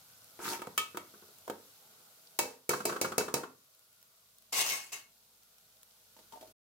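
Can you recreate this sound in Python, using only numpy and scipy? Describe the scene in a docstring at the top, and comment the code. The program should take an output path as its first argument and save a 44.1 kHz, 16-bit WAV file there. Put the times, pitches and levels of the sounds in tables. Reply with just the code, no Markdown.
"""In a small hard kitchen, a steel ladle stirs vegetables that sizzle and spit in a pot.
It scrapes and knocks on the bottom while the pot rocks on its stand and a faint far tone rises and falls.
Then it taps the rim six times, with more rocking, and slides onto a steel plate; something bumps nearby.
Steel is built from dying sine tones driven by blows or tiny slips; food and contact are coloured noise.
Short echoes follow the steel sounds, a drone, rumble and far engine lie below; two microphones listen."""
import sys
import numpy as np
from scipy import signal
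from scipy.fft import rfft, irfft
from scipy.io import wavfile
from scipy.ndimage import uniform_filter1d

SR = 44100
rng = np.random.default_rng(int(sys.argv[2]) if len(sys.argv) > 2 else 0)


def store_wav(level_fs):
    """Save 16-bit WAV to argv[1]."""
    pcm = np.round(np.clip(np.atleast_2d(level_fs), -1, 1) * 32767)
    wavfile.write(sys.argv[1], SR, pcm.T.astype(np.int16))


N = 296342  # length in samples

# Levels are relative, before each sound's own offsets. t60 is the time to fall 60 dB before extra damping.
# Level of the background over time; it drops and slowly recovers: t/s, level/dB
BACKGROUND_LEVEL = [(0, -60.5), (.4, -59.5), (1.3, -60), (2.35, -61.5), (2.6, -66), (3.6, -66), (5.2, -66),
                    (6.0, -64.5), (6.55, -62)]
# Rumble over time: t/s, level/dB
RUMBLE_LEVEL = [(.4, -77), (1.3, -78.5), (2.35, -90), (6.0, -91), (6.55, -81.5)]
# Far engine over time: t/s, level/dB
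ENGINE_LEVEL = [(3.6, -104), (4.401, -87), (6.0, -87), (6.55, -77.5)]
# Engine tones: multiple of the firing rate, level/dB
ENGINE_TONES = [(1, 0.87), (2, 0.71), (4, -0.92)]
# Noise colour of the frying: f/Hz, level/dB
SIZZLE_COLOUR = [(900, -32.5), (1500, -6), (2120, -4), (4080, 2.5), (9000, -0.5), (12700, 3.5), (15500, 0),
                 (16000, -13.5)]
# Noise colour of the house drone: f/Hz, level/dB
DRONE_COLOUR = [(90, -25.5), (140, -2.5), (350, -10.5), (505, -1), (570, -11.5), (628, 0.5), (700, -5),
                (990, -7.5), (1300, -4.5), (1450, -1.5), (1720, -17.5), (3400, -26.5)]
# Noise colour of the house rumble: f/Hz, level/dB
RUMBLE_COLOUR = [(25, -33.5), (60, -25), (97, 3.5), (125, -5), (170, -16), (260, -46.5)]
# Water drops bursting in the oil: t/s, level/dB
SPITS = [(0.2442, -46), (1.3854, -45), (3.749, -51), (3.7936, -53), (3.9288, -54), (4.0158, -54.5),
         (4.028, -48.5), (4.3845, -48), (4.4228, -52), (5.4338, -51.5), (5.583, -51), (5.8314, -43)]
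# Noise colour of the scraping ladle: f/Hz, level/dB
GRIT_COLOUR = [(880, -31), (1500, -4.5), (3000, -8.5), (6630, -5), (7240, -8.5), (16000, -12)]
# Ladle blows on the pot: t/s, pot thud level/dB, pot wall level/dB, ladle ring level/dB,
# muffling by food (factor on decay speed)
BLOWS = [(0.39, -34, -52, -61, 1.5), (0.618, -35, -37, -47, 2), (0.67, -29.5, -42.5, -52, 4.1),
         (0.777, -39.5, -43, -26.5, 1.15), (0.971, -30.5, -35.5, -40.5, 3.8), (1.478, -31, -36, -51.5, 6.2),
         (1.498, -26, -36, -44.5, 3.1), (2.389, -23, -30, -31, 0.95), (2.692, -22.5, -36, -33.5, 0.69),
         (2.853, -21.5, -37, -35, 0.71), (3.013, -20.5, -36.5, -34.5, 0.83), (3.18, -20.5, -32, -32, 0.96),
         (3.34, -20.5, -33, -34, 1.09)]
# Ringing tones (modes) of the pot: f/Hz, level/dB, t60/s
POT_MODES = [(263.8, -16.5, 0.33), (356, -6, 0.074), (410.4, 4.5, 0.047), (446.4, -6, 0.37),
             (524, -10.5, 0.35), (616, -10.5, 0.25), (824, -1.5, 0.17), (924, 6.5, 0.2), (1030, -10, 0.091),
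             (1270, 2.5, 0.11)]
# Modes of the ladle: f/Hz, level struck on the bottom/dB, level struck on the rim/dB, t60/s
LADLE_MODES = [(1150, -2, -30, .05), (1270, 1, -30, .2), (1760, -4, -13, .14), (2261, 4, 1, .1),
               (2605, -5, -2, .15), (3165, -4, -20, .17), (3941, -16, -5, .13), (4470, -10, -12, .14),
               (4872, -16, 1, .11), (5190, -16, -4, .13), (6089, -12, -1, .12), (6790, -8, -12, .16),
               (7490, -5, -12, .16), (9500, -14, -10, .14), (11600, -14, -10, .14)]
# The pot rocking on its stand: t/s, thud level/dB
ROCKS = [(0.593, -40.5), (0.789, -43.5), (0.946, -39), (1.139, -48), (1.223, -51.5), (1.287, -56.5),
         (1.998, -60), (2.706, -33.5), (2.733, -30), (2.803, -39.5), (2.893, -31.5), (2.923, -36.5),
         (2.961, -36.5), (3.045, -32), (3.119, -36.5), (3.205, -35.5), (3.281, -38), (3.367, -40),
         (3.433, -40.5)]
# Modes of the stand: f/Hz, level/dB, t60/s
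STAND_MODES = [(223, -8, .1), (359.7, 0, 0.067), (422.5, -5.5, 0.14), (1230, -2, 0.05), (1352, 6.5, 0.042),
               (1480, -3, 0.062)]
# Ladle sliding over the plate, one curve a slide: t/s, hiss level/dB
SLIDES = [
    [(4.522, -31.5), (4.56, -34), (4.59, -29), (4.625, -30.5), (4.637, -38.5), (4.69, -33), (4.708, -33.5),
     (4.75, -39.5), (4.78, -44), (4.915, -62)],
    [(4.918, -42.5), (4.945, -43.5), (5.02, -61), (5.06, -74)],
]
# Modes of the plate: f/Hz, nominal width/Hz, level/dB
PLATE_MODES = [(865, 37, -10.5), (1102, 69, -5), (2581, 35, 1.5), (2740, 58, 4), (2800, 26, -3.5),
               (3045, 34.2, -5.5), (4840, 39, -4.5), (5450, 30, -8), (6290, 46, 2), (6500, 26, -10),
               (6900, 29, -2.5), (7750, 80, -3), (11900, 34, -8.5)]
# Noise colour of steel chattering on steel: f/Hz, level/dB
CHATTER_COLOUR = [(59, -53.5), (100, -28), (836, -7), (1480, -8), (2130, -5), (2420, -9), (6840, -4),
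                  (16000, -12.5)]
# Moments when the edge catches and squeals: t/s, level/dB, hold/s
CATCHES = [(4.54, -42.5, 0.02), (4.607, -40.5, 0.0091), (4.71, -38, 0.035), (4.934, -51, 0.016)]
# Edge modes that squeal: f/Hz, level/dB, t60/s
SQUEAL_MODES = [(2172, 0, .08), (3790, -6, .07)]
# Soft bumps on the counter: t/s, low push level/dB, lower ring level/dB, upper ring level/dB
BUMPS = [(6.164, -56, -62.5, -59), (6.188, -53.5, -70, -63), (6.322, -48, -59, -48), (6.334, -53, -67, -44),
         (6.357, -56.5, -50, -57), (6.372, -61, -52, -54), (6.409, -47.5, -57, -57),
         (6.426, -53.5, -48, -55), (6.472, -55.5, -73, -82)]
# Hollow modes of the bumps: f/Hz, level/dB, t60/s
HOLLOW_MODES = [(637, 0.5, 0.09), (726, -3.5, 0.083), (896, 1.5, 0.07), (1006, -12, 0.076),
                (1190, -8, 0.044)]
# How alike left and right are: f/Hz, likeness (1 = the same)
LIKENESS = [(60, 0.87), (180, 0.94), (550, 0.66), (1650, 0.02), (4970, 0.0011), (15000, 0.01)]
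# Colour difference of the microphones: f/Hz, left minus right level/dB
MIC_LEAN = [(60, -2), (240, 0), (950, -1.0), (3770, 0.5), (15000, 0.0)]
# Echo decay of the kitchen: f/Hz, t60/s
KITCHEN_DECAY = [(100, 0.54), (500, 0.31), (2000, 0.31), (15000, 0.098)]

END_S, EDGE_HZ = 6.527, 16200  # the sound stops; nothing much above this frequency
RIM_FROM_S = 2.2  # later blows land on the rim
TWIN_DB, TWIN_HZ = -6, (14, 45)  # each mode of the dented steel has a weaker neighbour this far away
DRONE_DB, DRONE_FOLLOWS = -68, 1.39  # level at the start; dB it moves per dB of the background level
ENGINE_HZ = 53  # average firing rate
POPS_PER_S, POPS_DB, POP_LOW_HZ, POP_TOP_HZ, POP_S = 14, -17, 3200, 5800, .008
# The ladle dragged over the bottom: it digs in, holds and lifts off
SCRAPE_S, DIG_S, DRAG_S, LIFT_S = .39, 0.067, 0.076, 0.085  # start, then three lengths
DRAG_POT_DB, DRAG_GRIT_DB = -41.5, -39  # while it holds
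DIG_POT_DB, DIG_GRIT_DB = -9.5, -20  # first touch, relative to the hold
LIFT_POT_DB, LIFT_GRIT_DB = -33, -24  # lift-off, relative to the hold
# Pairs: (on the bottom, on the rim)
CRACK_DB = (-3, 4)  # contact crack relative to the ladle ring
GAP_DB = (-6.5, -11.5)  # rattle near 3.4 kHz relative to the ladle ring
CLACK_DB = (-11.5, -3.5)  # rocking clack relative to the thud: (while stirring, during the rim taps)
WHISTLE_S, WHISTLE_LENGTH_S, WHISTLE_DB, WHISTLE_DIP_DB = 1.8, .31, -73, -8  # fainter at its top
WHISTLE_LOW_HZ, WHISTLE_TOP_HZ, WHISTLE_TOP_AT_S = 770, 960, .18
PLATE_DB, LANDING_DB, LANDING_S = -4, 9.5, 0.023  # ring over hiss; extra on landing, dying away
CHOKE_FROM_DB, CHOKE = -35.5, 0.9  # louder hiss means pressure, which chokes the plate (dB per dB)
CATCH_RISE_DB_PER_S, CATCH_FADE_DB_PER_S = 900, 496.5


def gain_of(db):
    """Turns decibels into a factor."""
    return 10 ** (np.asarray(db) / 20)


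def evened(x):
    """Scales a signal to an average strength (rms) of 1."""
    return x / np.sqrt(np.mean(x ** 2) + 1e-20)


def wander(n, size):
    """Smoothed random drift of rms 1; a larger size in samples drifts more slowly."""
    return evened(uniform_filter1d(rng.standard_normal(n), size=size))


def read(points, hz):
    """Reads a table of f/Hz and value along a log-frequency axis."""
    f, value = np.transpose(points)
    return np.interp(np.log(hz + 1), np.log(f + 1), value)


def likeness(hz):
    """How alike the two channels are at each frequency."""
    return np.clip(read(LIKENESS, hz), -1, 1)


def set_levels(modes, points):
    """Reads one level for each mode, shaped as a column."""
    return read(points, np.array(modes)[:, :1])


def add(mix, s, sound):
    """Mixes a two-channel sound in at s seconds."""
    part = mix[:, round(s * SR):][:, :sound.shape[1]]
    part += sound[:, :part.shape[1]]


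def follow(rows):
    """Start time of a level curve, and its level at every sample."""
    s, level_db = np.transpose(rows)
    t = np.arange(s[0], s[-1], 1 / SR)
    return s[0], np.interp(t, s, level_db)


def hiss(n, colour, patchy_db=0., size=512):
    """Two-channel coloured noise, alike in the bass, with drifting louder and softer patches."""
    frames, hz = 4 * n // size + 6, np.fft.rfftfreq(size, 1 / SR)
    a, b, c, d, patches = rng.standard_normal((frames, len(hz), 5)).T
    patches = uniform_filter1d(patches, size=8, axis=0)
    patches = evened(uniform_filter1d(patches, size=16, axis=1))
    same = likeness(hz)[:, None]
    left, other = a + 1j * b, c + 1j * d
    right = same * left + np.sqrt(1 - same ** 2) * other
    spectrum = np.array([left, right]) * gain_of(read(colour, hz)[:, None] + patchy_db * patches)
    noise = signal.istft(spectrum, nperseg=size, noverlap=3 * size // 4)[1]
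    return evened(noise[:, size:size + n])


def ring(modes, levels_db=0., spread_db=2., damping=1.):
    """Dying, beating pairs of tones; levels vary by blow, high ones reach the mics out of step."""
    hz, db, t60 = np.transpose(modes)[:, :, None]
    luck, t = rng.standard_normal((3, len(hz), 1)), np.arange(SR // 3) / SR
    apart = np.arccos(likeness(hz)) * np.sign(luck[0])
    size = gain_of(db + levels_db + spread_db * luck[1] - 60 * t * damping / t60)
    turn = 2 * np.pi * hz * (1 + 0.0028 * luck[2]) * t
    twin_offset_hz = rng.uniform(*TWIN_HZ, hz.shape) * np.sign(luck[2])
    twin = turn + 2 * np.pi * twin_offset_hz * t
    channels = []
    for side in (1, -1):
        pair = np.sin(turn + side * apart / 2) + gain_of(TWIN_DB) * np.sin(twin - side * apart / 2)
        channels.append((size * pair).sum(0))
    return np.array(channels)


def slips(n, per_s, uneven_db):
    """Tiny jerks at random times, of random size and sign."""
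    happens = rng.random(n) < per_s / SR
    excess = np.minimum(rng.exponential(1, n), 4)
    sign = rng.choice([-1., 1.], n)
    return evened(happens * sign * gain_of(uneven_db * excess))[None]


def rubbed(modes, n, per_s, uneven_db, damping=0.4):
    """Rubbing: a stream of tiny slips keeps the modes ringing."""
    ringing = ring(modes, damping=damping)
    return evened(signal.fftconvolve(slips(n, per_s, uneven_db), ringing, axes=1)[:, :n])


def ladle_modes(on_rim):
    """The ladle's modes, with the levels for the bottom or the rim."""
    return np.array(LADLE_MODES)[:, [0, 2 if on_rim else 1, 3]]


def frying():
    """Steady sizzle with tiny bursting bubbles, over the house's drone and rumble and a far engine."""
    _, sizzle_db = follow(BACKGROUND_LEVEL)
    n = len(sizzle_db)
    t = np.arange(n) / SR
    drone_db = DRONE_DB + DRONE_FOLLOWS * (sizzle_db - sizzle_db[0])
    rumble_db = np.interp(t, *np.transpose(RUMBLE_LEVEL))
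    engine_db = np.interp(t, *np.transpose(ENGINE_LEVEL))
    burst = np.diff(signal.windows.hann(7))
    crackle = np.vstack([signal.oaconvolve(slips(n, 300, uneven_db=3.5)[0], burst, "same")
                         for _ in range(2)])
    sizzle = hiss(n, SIZZLE_COLOUR, patchy_db=.7, size=256)
    sizzle = sizzle + gain_of(-12) * evened(crackle) + pops(n)
    drone = hiss(n, DRONE_COLOUR, patchy_db=2.0, size=2048)
    rumble = hiss(n, RUMBLE_COLOUR, size=4096)
    firing_hz = ENGINE_HZ * (1 + 0.013 * wander(n, 9000))
    turn = 2 * np.pi * np.cumsum(firing_hz) / SR
    engine = sum(gain_of(db) * np.sin(round(k) * turn) for k, db in ENGINE_TONES)
    return (gain_of(sizzle_db) * sizzle + gain_of(drone_db) * drone + gain_of(rumble_db) * rumble
            + gain_of(engine_db) * engine)


def pops(n):
    """Larger bubbles burst now and then: a few ms of mid-treble fizz."""
    puff = signal.windows.hann(round(POP_S * SR))[None]
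    puffs = signal.oaconvolve(abs(slips(n, POPS_PER_S, uneven_db=3.)), puff, "same")
    band = signal.butter(2, [POP_LOW_HZ, POP_TOP_HZ], "bandpass", fs=SR, output="sos")
    return gain_of(POPS_DB) * evened(signal.sosfilt(band, puffs * rng.standard_normal((2, n))))


def spit(db):
    """A drop of water bursts in the oil: a bright click of noise that dies at once."""
    t = np.arange(200) / SR
    bright = signal.lfilter([1, -.6], [1], rng.standard_normal((2, 200)))
    return bright * gain_of(db - 60 * t / 0.011)


def scrape():
    """Coarse slips shake the stand, and the pot wall as the ladle nears it; fine ones hiss."""
    turns = np.cumsum([0, DIG_S, DRAG_S, LIFT_S])
    t = np.arange(0, turns[-1], 1 / SR)
    n = len(t)
    pot_db = DRAG_POT_DB + np.interp(t, turns, [DIG_POT_DB, 0, 0, LIFT_POT_DB])
    grit_db = DRAG_GRIT_DB + np.interp(t, turns, [DIG_GRIT_DB, 0, 0, LIFT_GRIT_DB])
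    grain = gain_of(1.96 * wander(n, 60))
    grit = grain * hiss(n, GRIT_COLOUR, patchy_db=2.5, size=256)
    grit = grit + gain_of(-16.5) * rubbed(ladle_modes(False), n, 860, 4.7)
    near_wall = np.clip((t - .105) / 0.0089, 0, 1)
    stand = rubbed(STAND_MODES[1:], n, 400, 4., damping=1.2)
    wall = rubbed(POT_MODES[5:9], n, 500, 3.5, damping=3.)
    pot = (1 - 0.44 * near_wall) * stand + (0.39 + 0.45 * near_wall) * wall
    return SCRAPE_S, gain_of(pot_db) * pot + gain_of(grit_db) * grit


def blow(s, thud_db, wall_db, ladle_db, muffling):
    """Pot and ladle ring; the contact cracks for some ms and loose steel rattles on."""
    on_rim = int(s > RIM_FROM_S)
    crack_db = ladle_db + CRACK_DB[on_rim]
    pot_levels = set_levels(POT_MODES, [(520, thud_db - 13.0), (900, wall_db - 10.0)])
    pot = ring(POT_MODES, pot_levels, damping=muffling)
    modes = ladle_modes(on_rim)
    ladle_levels = set_levels(modes, [(3500, ladle_db - 3.5), (4800, crack_db - 12.5)])
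    ladle = ring(modes, ladle_levels, damping=muffling)
    t = np.arange(pot.shape[1]) / SR
    colour = [(170, thud_db - 16.5 + 0.8 * muffling), (420, thud_db - 7.0), (1300, wall_db - 5.5),
              (2500, ladle_db - 10.0), (3400, ladle_db + GAP_DB[on_rim]), (4300, crack_db - 10.0),
              (7000, crack_db - 8.5), (15000, crack_db - 16.5)]
    # hiss comes out at rms 1, so the colour's overall strength is put back
    power = np.mean(gain_of(2 * read(colour, np.linspace(0, SR / 2, num=200))))
    crack_shape = gain_of(-60 * t / 0.033)
    rattle_shape = gain_of(-9.5 - 60 * t * muffling / 0.31)
    noise = gain_of(15.5) * np.sqrt(power) * hiss(len(t), colour) * (crack_shape + rattle_shape)
    tick = hiss(len(t), [(3000, -21.5), (7000, -0.5), (15000, -0.5)])
    tick = gain_of(crack_db + 9.5 - 60 * t / 0.025) * tick
    return (pot + ladle + noise + tick) * np.clip(t / 0.0013, 0, 1)


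def kitchen(x):
    """Dense echoes for each microphone, each band dying at its own speed."""
    hz, t, z = signal.stft(hiss(SR // 2, [(20, 0), (20000, 0.0033)]), SR, nperseg=256)
    decay = gain_of(-60 * t / read(KITCHEN_DECAY, hz)[:, None])
    tail = signal.istft(z * decay, SR, nperseg=256)[1]
    tail = tail * np.clip(np.arange(tail.shape[1]) / SR / 0.0055, 0, 1)
    # the left channel alone feeds the echoes
    return signal.fftconvolve(x[:1], tail / np.linalg.norm(tail[0]), axes=1)[:, :N]


def rock(thud_db, clack_db):
    """The pot rocks: a short dull knock of cast iron, with a little rattle."""
    levels = set_levels(STAND_MODES, [(520, thud_db - 5.5), (900, clack_db - 20.5)])
    knock = ring(STAND_MODES, levels)
    t = np.arange(knock.shape[1]) / SR
    rattle = hiss(len(t), [(700, -14), (1350, 0), (2000, -19), (6000, -26), (15000, -32)])
    rattle_db = clack_db + 3.4 - 60 * np.maximum(t - .007, 0) / 0.056
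    return (knock + gain_of(rattle_db) * rattle) * np.clip(t / 0.0012, 0, 1)


def whistle():
    """A thin, slightly fuzzy tone that rises and falls, out of step between the microphones."""
    t = np.arange(0, WHISTLE_LENGTH_S, 1 / SR)
    arch = np.interp(t, [0, WHISTLE_TOP_AT_S, WHISTLE_LENGTH_S], [0, 1, 0])
    hz = WHISTLE_LOW_HZ + (WHISTLE_TOP_HZ - WHISTLE_LOW_HZ) * arch
    db = WHISTLE_DB + WHISTLE_DIP_DB * arch ** 2
    turn = 2 * np.pi * np.cumsum(hz + 25 * wander(len(hz), 300)) / SR
    tone = np.array([np.sin(turn + 0.19), np.sin(turn - .9)])
    return WHISTLE_S, gain_of(db) * tone * signal.windows.tukey(len(hz), .2)


def slide(rows):
    """Dense chatter of steel on steel keeps the plate's modes going; the plate stands to the left."""
    s, hiss_db = follow(rows)
    n = len(hiss_db)
    t = np.arange(n) / SR
    landing_db = LANDING_DB * np.exp(-t / LANDING_S)
    plate_db = PLATE_DB + landing_db - CHOKE * np.maximum(hiss_db - CHOKE_FROM_DB, 0)
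    catch_s, catch_db, hold_s = np.transpose(CATCHES)[:, :, None]
    since = s + t - catch_s
    rise_db = CATCH_RISE_DB_PER_S * since
    fade_db = -CATCH_FADE_DB_PER_S * np.maximum(since - hold_s, 0)
    squeal = gain_of(catch_db + np.minimum(rise_db, fade_db)).sum(0)
    # a wider mode dies faster
    plate = rubbed([(hz, db, 3.65 / width) for hz, width, db in PLATE_MODES], n, 600, 5.1)
    flutter = gain_of(2.07 * wander(n, 100))
    chatter = flutter * hiss(n, CHATTER_COLOUR, patchy_db=2.0)
    steel = gain_of(hiss_db) * (chatter + gain_of(plate_db) * plate)
    steel = steel + squeal * rubbed(SQUEAL_MODES, n, 900, 2.3)
    return s, gain_of([[1.1], [-1.1]]) * np.clip(t / 0.0079, 0, 1) * steel


def bump(low_db, lower_db, upper_db):
    """A dull push of low noise and a short hollow ring."""
    hollow = ring(HOLLOW_MODES, set_levels(HOLLOW_MODES, [(720, lower_db), (890, upper_db)]))
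    t = np.arange(hollow.shape[1]) / SR
    colour = [(80, -26), (250, -2), (450, -4.5), (1200, -16.5), (4000, -14.0), (15000, -21.0)]
    push = hiss(len(t), colour, size=1024)
    return (hollow + gain_of(low_db - 60 * t / 0.072) * push) * np.clip(t / 0.0023, 0, 1)


def scene():
    """Near steel sounds and bumps with their echoes, over the frying and the far tone."""
    steel, around = np.zeros((2, N)), np.zeros((2, N))
    add(around, 0, frying())
    for s, db in SPITS:
        add(around, s, spit(db))
    add(steel, *scrape())
    for row in BLOWS:
        add(steel, row[0], blow(*row))
    for s, thud_db in ROCKS:
        add(steel, s, rock(thud_db, thud_db + CLACK_DB[int(s > RIM_FROM_S)]))
    add(around, *whistle())
    for rows in SLIDES:
        add(steel, *slide(rows))
    for s, *levels in BUMPS:
        add(steel, s, bump(*levels))
    # small steel radiates no deep bass
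    steel = signal.sosfilt(signal.butter(2, 112, "highpass", fs=SR, output="sos"), steel)
    return steel + gain_of(-9) * kitchen(steel) + around


def record(dry):
    """The two microphones differ a little in colour; the sound stops short; then the band limit."""
    lean_db = read(MIC_LEAN, np.fft.rfftfreq(N, 1 / SR))
    heard = irfft(rfft(dry) * gain_of([lean_db / 2, -lean_db / 2]), N)
    heard = heard * np.clip((END_S - np.arange(N) / SR) / 0.012, 0, 1)
    lowpass = signal.firwin(511, EDGE_HZ, window=("kaiser", 9), fs=SR)
    return signal.oaconvolve(heard, lowpass[None], "same")


dry = scene()
out = record(dry)
store_wav(out)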